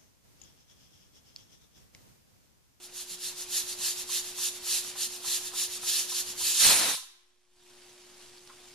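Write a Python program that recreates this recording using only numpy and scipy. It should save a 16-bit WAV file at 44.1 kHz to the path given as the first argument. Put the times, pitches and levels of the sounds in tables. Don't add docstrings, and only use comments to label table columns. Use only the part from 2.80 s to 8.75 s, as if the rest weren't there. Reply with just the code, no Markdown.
import sys
import numpy as np
from scipy import signal
from scipy.fft import rfft, irfft, next_fast_len
from scipy.io import wavfile
from scipy.ndimage import uniform_filter1d, minimum_filter1d, map_coordinates

SR = 44100
rng = np.random.default_rng(int(sys.argv[2]) if len(sys.argv) > 2 else 0)


def to_wav(sig):
    pcm = np.clip(np.atleast_2d(sig), -1, 1) * 32767
    pcm = np.round(pcm).astype(np.int16)
    wavfile.write(sys.argv[1], SR, pcm.T)


N = 262218


def amp(db):
    return 10 ** (np.asarray(db) / 20)


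def unit(x):
    return x / np.sqrt(np.mean(x ** 2) + 1e-20)


def along(points, hz):
    point_hz, values = np.transpose(points)
    return np.interp(np.log(hz + 1), np.log(point_hz + 1), values)


def curves(rows):
    times, *columns = np.transpose(rows)
    return [np.interp(np.arange(N) / SR, times, column) for column in columns]


def wobble(rate):
    knots = rng.standard_normal(int(N * rate / SR) + 4)
    return map_coordinates(knots, [np.arange(N) * rate / SR])


def filtered(x, response):
    size = next_fast_len(N + SR // 2)
    return irfft(rfft(x, size) * response(np.fft.rfftfreq(size, 1 / SR)), size)[..., :N]


# pitch_hz, likeness [1 = same], before a sound's share
PORT_LIKENESS = [(60, .4), (300, .6), (1000, .85), (2400, .97), (4300, .85), (5900, .45), (7700, .25),
                 (9300, .62), (10700, .77), (12100, .68), (14100, .3)]
# pitch_hz, lead_rad
LEFT_LEAD = [(60, 0), (4500, .2), (5900, 1), (6600, 1.7), (8000, .9), (9300, 1), (11400, 2.2), (14000, 2.5)]
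# pitch_hz, difference_db
LEFT_ABOVE_RIGHT = [(60, 0), (5200, .8), (6500, -3.5), (8200, -2), (9700, -4), (11400, -1), (12700, 2),
                    (14100, 3)]


def rush(gain, patchy_db, share=1):
    spectrum = signal.stft(rng.standard_normal((2, N + 512)), nperseg=512)[2]
    field = rng.standard_normal(spectrum.shape[1:])
    field = uniform_filter1d(uniform_filter1d(field, 5, 0), 6, 1)
    pair = signal.istft(spectrum * amp(patchy_db * unit(field)), nperseg=512)[1][:, :N]

    def mid_side(hz):
        turn = np.arccos(np.clip(share * along(PORT_LIKENESS, hz), -1, 1)) / 2
        return gain(hz) * [np.cos(turn), np.sin(turn)]

    def ports(hz):
        left = amp(along(LEFT_ABOVE_RIGHT, hz) / 2) * np.exp(.5j * along(LEFT_LEAD, hz))
        return np.array([left, 1 / left])

    mid, side = filtered(pair, mid_side)
    both = filtered(np.array([mid + side, mid - side]), ports)
    return both / np.sqrt(np.mean(both.mean(0) ** 2))


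def blurred(hz, t60, blur, attack):
    t = np.arange(SR // 4) / SR
    wander = blur * np.cumsum(rng.standard_normal(len(t))) / np.sqrt(SR / 100)
    tone = np.sin(2 * np.pi * hz * t + wander)
    return amp(-60 * t / t60) * tone * (1 - np.exp(-t / attack))


def add(track, s, sound):
    track[round(s * SR):][:len(sound)] += sound


# (0.5 dB lower at the left port, 0.5 dB higher at the
HUM_TONES = [(120, -73.5), (240, -71), (360, -53.5), (480, -73.5), (600, -73), (720, -72.5), (840, -72.5),
             (960, -69.5), (1080, -76.5), (1200, -82)]


def hum():
    t = np.arange(N) / SR
    tones = 0
    for hz, db in HUM_TONES:
        tones = tones + amp(db + .4 * wobble(12)) * np.sin(2 * np.pi * (hz * t + rng.random()))
    return tones * amp([[-.5], [.5]])


# [relative, per Hz]
SIMMER_SPECTRUM = [(20, -4.5), (40, 3), (70, -3.5), (130, -3.5), (250, -2), (450, -6), (750, -2),
                   (1300, -3.5), (2000, -3), (2800, -0.5), (4700, -0.5), (7000, -2.5), (10700, -6.5),
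                   (12500, -9.5), (14400, -24)]


def simmer():
    flicker_db = .6 * wobble(6) + .6 * wobble(25) + wobble(300)
    return amp(-51.0 + flicker_db) * rush(lambda hz: amp(along(SIMMER_SPECTRUM, hz)), patchy_db=1.5, share=.7)


# top_s, level_db, length_s [between the points at 1/e of top power]
STEAM_PUFFS = [(0.053, -43.5, 0.051), (0.203, -36, 0.073), (0.33, -37.5, 0.061), (0.475, -35, 0.083),
               (0.617, -39, 0.061), (0.779, -31.5, 0.088), (0.915, -38.0, 0.066), (1.082, -31.5, 0.093),
               (1.206, -38.0, 0.063), (1.367, -31.5, 0.082), (1.487, -42.5, 0.074), (1.655, -32.0, 0.092),
               (1.764, -45.5, 0.052), (1.952, -30.5, 0.11), (2.083, -42.0, 0.073), (2.238, -33.0, 0.07),
               (2.353, -43, 0.07), (2.536, -31.0, 0.1), (2.664, -40.5, 0.077), (2.825, -31.5, 0.082),
               (2.952, -39, 0.066), (3.098, -31.5, 0.033), (3.171, -30, 0.14), (3.317, -36, 0.04),
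               (3.391, -31.5, 0.074), (3.505, -40, 0.062), (3.614, -36, 0.051), (3.698, -28.5, 0.093)]
# [relative, per Hz]
SQUEEZED_JET = [(290, -56.5), (500, -30.5), (1070, -18), (1500, -18), (1750, -14.5), (2250, -15.5),
                (2670, -6.5), (5240, -2), (6290, -1), (6850, -0.5), (8340, -5.5), (10900, -1.5),
                (12500, -5), (14400, -17.5)]
# [relative, per Hz]
OPEN_JET = [(500, -37.5), (1000, -21), (1800, -13), (2250, -13), (2700, -8), (3800, -4), (4500, -4.5),
            (6000, -2), (7800, -4.5), (9300, -3.5), (11000, -3.5), (12700, -10), (14400, -18)]
# pitch_hz, width_hz, boost_db [the added gain is half of this in amplitude]
AIR_COLUMNS = [(1730, 53, 3.5), (2660, 67, -12), (3630, 200, 0.5), (4240, 720, -2), (6840, 41, -7.5),
               (7180, 120, 0.5), (10100, 5900, -13)]
# time_s, level_db [as hiss]
LIFTED_FLOW = [(3.69, -49), (3.75, -30.5), (3.79, -26), (3.82, -17.5), (3.86, -10.5), (3.92, -7),
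               (4.0, -7.5), (4.09, -7), (4.147, -12)]
RISE_SHARE = 0.63
BLUNTNESS = 2.35
CLEAR_S, CLEARING_S = 3.76, 0.073
SHUT_S, DYING_DB_PER_S = 4.149, 244


def steam():
    t = np.arange(N) / SR
    puff_power = 0
    for top_s, db, length in STEAM_PUFFS:
        side_s = length * np.where(t < top_s, RISE_SHARE, 1 - RISE_SHARE)
        puff_power = puff_power + amp(db) ** 2 * np.exp(-np.abs((t - top_s) / side_s) ** BLUNTNESS)

    def columns(hz):
        peaks = sum(amp(db) / (1 + (2 * (hz - center) / width) ** 2) for center, width, db in AIR_COLUMNS)
        return 1 + peaks / 2

    lifted_db = curves(LIFTED_FLOW)[0] - DYING_DB_PER_S * np.maximum(t - SHUT_S, 0)
    lifted = amp(lifted_db) * (t > LIFTED_FLOW[0][0])
    clear = np.clip((t - CLEAR_S) / CLEARING_S, 0, 1)
    squeezed = np.sqrt(puff_power + (1 - clear) * lifted ** 2)
    puffs = squeezed * rush(lambda hz: amp(along(SQUEEZED_JET, hz)) * columns(hz), patchy_db=1.5)
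    open_hiss = rush(lambda hz: amp(along(OPEN_JET, hz)) * columns(hz), patchy_db=2.0, share=0.84)
    blast = np.sqrt(clear) * lifted * open_hiss
    spit = amp(0.62 * wobble(45) + 0.37 * wobble(400))
    return spit * (puffs + blast)


# pitch_hz, t60_s
ROOM_DECAY = [(200, 0.98), (2000, 0.78), (10000, 0.44)]


def kitchen(x):
    hz, t, noise = signal.stft(rng.standard_normal((2, SR)), SR, nperseg=256)
    decay = amp(-60 * t / along(ROOM_DECAY, hz)[:, None])
    tail = signal.istft(noise * decay, SR, nperseg=256)[1]
    return signal.fftconvolve(x, tail / np.linalg.norm(tail[0]), axes=1)[:, :N]


THUD_S, THUD_DB, THUD_HZ, THUD_T60_S = 0.31, -51, 176, .25


def thud(track):
    add(track, THUD_S, amp(THUD_DB) * blurred(THUD_HZ, THUD_T60_S, blur=.2, attack=.0043))


# start_s, level_db
SEAT_TOUCHES = [(1.006, -51), (1.291, -47.5), (1.579, -53), (1.865, -49), (2.154, -46), (2.443, -46),
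                (2.609, -52), (2.733, -45), (3.03, -46), (3.318, -46.5), (3.606, -47), (4.174, -25.5),
                (4.226, -32), (4.262, -43)]
# pitch_hz, level_db [varies with every touch], t60_s
LID_MODES = [(800, -3, .07), (900, -8, .08), (1017, 0, .11), (1290, -5, .06), (1755, -7, .06)]


def clinks(track):
    for s, db in SEAT_TOUCHES:
        ring = 0
        for hz, level, t60 in LID_MODES:
            ring = ring + amp(level + rng.normal(0, 1.7)) * blurred(hz, t60, blur=0.99, attack=0.001)
        rattle = 1.4 * blurred(1250, .07, blur=4.5, attack=.004)
        add(track, s, amp(db) * (ring + rattle))


# [relative, per Hz]
ROAR_SPECTRUM = [(60, -21), (150, -11.5), (300, -3), (500, -4), (900, -1), (1500, -3), (2500, -0.5),
                 (4000, -9.5), (7000, -36)]
FULL_FLOW_DB, ROAR_DB, ROAR_GROWS = -7, -14.5, 1
ROAR_S, ROAR_LAG_DB, ROAR_BUILD_S = 3.807, -12.5, .12
ROAR_CUT_DB_PER_S = 3498.5
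SURGE_S, SURGE_DB, SURGE_RISE_S, SURGE_FALL_S = 3.875, -31, .02, .09


def roar():
    t = np.arange(N) / SR
    cut_db = -ROAR_CUT_DB_PER_S * (np.maximum(t - SHUT_S, 0) + np.maximum(ROAR_S - t, 0))
    build_db = ROAR_LAG_DB * np.clip(1 - (t - ROAR_S) / ROAR_BUILD_S, 0, 1)
    flow_db = ROAR_GROWS * (curves(LIFTED_FLOW)[0] - FULL_FLOW_DB)
    lumps = amp(ROAR_DB + flow_db + build_db + cut_db + 1.2 * wobble(60))
    body = lumps * rush(lambda hz: amp(along(ROAR_SPECTRUM, hz)), patchy_db=0.0, share=0.44)
    side_s = np.where(t < SURGE_S, SURGE_RISE_S, SURGE_FALL_S)
    surge = amp(SURGE_DB + cut_db) * np.exp(-np.abs(t - SURGE_S) / side_s)
    bass = [(15, -3.5), (30, 0.0), (100, -8.0), (250, -6.5), (500, -33)]  # pitch_hz, level_db
    deep = surge * rush(lambda hz: amp(along(bass, hz)), patchy_db=0.5, share=.8)
    push = amp(-35.5) * np.sin(2 * np.pi * 27 * (t - 3.83)) * np.exp(-((t - 3.865) / .022) ** 2)
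    return (body + deep) * amp([[1.5], [-1.5]]) + push


# start_s, level_db, t60_s
POT_TICKS = [(5.178, -42, .01), (5.496, -39, .012), (5.581, -38.5, .025), (5.675, -31, .008),
             (5.93, -43, .015)]
TICK_HZ = 4600


def ticks(track):
    for s, db, t60 in POT_TICKS:
        add(track, s, amp(db) * blurred(TICK_HZ, t60, blur=.1 / t60, attack=.0002))


# pitch_hz, level_db [added to the knock's level], t60_s
KNOCK_MODES = [(1078, 1.5, 0.12), (1360, -1, 0.11), (1960, -14, .07), (2280, -6, .06)]
KNOCK_S, KNOCK_DB = 5.694, -41


def knock(track):
    for hz, db, t60 in KNOCK_MODES:
        add(track, KNOCK_S, amp(KNOCK_DB + db) * blurred(hz, t60, blur=hz / 500, attack=.005))


def struck_parts():
    track = np.zeros(N + SR)
    for strike in (thud, clinks, ticks, knock):
        strike(track)
    return filtered(track[:N], lambda hz: 1 - 1 / (1 + (hz / 120) ** 4))


def scene():
    background = hum() + simmer()
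    cooker, open_vent = steam() + struck_parts(), roar()
    answered_roar = filtered(open_vent, lambda hz: 1 / (1 + (900 / (hz + 1)) ** 4))
    radiated = cooker + amp(-9.5) * answered_roar
    return cooker + open_vent + amp(-10) * kitchen(radiated) + background


def gain_control(x, limit_db, hold, attack, release):
    step = SR // 200
    power = uniform_filter1d(np.mean(x ** 2, 0), SR // 50)[::step]
    need = np.minimum(limit_db - 10 * np.log10(np.abs(power) + 1e-12), 0)
    size = round(hold * SR / step)
    held = minimum_filter1d(np.pad(need, (size, size)), size)[size - (size - 1) // 2:][:len(need)]
    gain = np.zeros(len(need))
    for i in range(1, len(need)):
        wait = attack if held[i] < gain[i - 1] else release
        gain[i] = gain[i - 1] + (held[i] - gain[i - 1]) * step / SR / max(wait, step / SR)
    return np.interp(np.arange(N), np.arange(len(need)) * step, gain)


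FADE_DB, FADE_S, RECORD_DB = -7, 0.86, 1.5
TOP_HZ = 14280


def record(dry):
    quick_db = gain_control(dry, limit_db=-26.5, hold=0.56, attack=0.081, release=.075)
    lasting_db = gain_control(dry, limit_db=-29.5, hold=0.66, attack=0.077, release=20)
    fade_db = FADE_DB * np.clip(1 - np.arange(N) / SR / FADE_S, 0, 1)
    level = amp(0.75 * quick_db + 0.28 * lasting_db + RECORD_DB + fade_db) * dry
    rumble = [(3, 2.5), (12, -9.5), (30, -15), (60, -29.0), (120, -91)]  # pitch_hz, level_db
    drift = amp(-76.5) * rush(lambda hz: amp(along(rumble, hz)), patchy_db=0.0)
    offset = -amp(-68.5)
    return filtered(level + drift + offset, lambda hz: amp(-np.clip(hz - TOP_HZ + 100, 0, 360) / 3))


dry = scene()
out = record(dry)
to_wav(out)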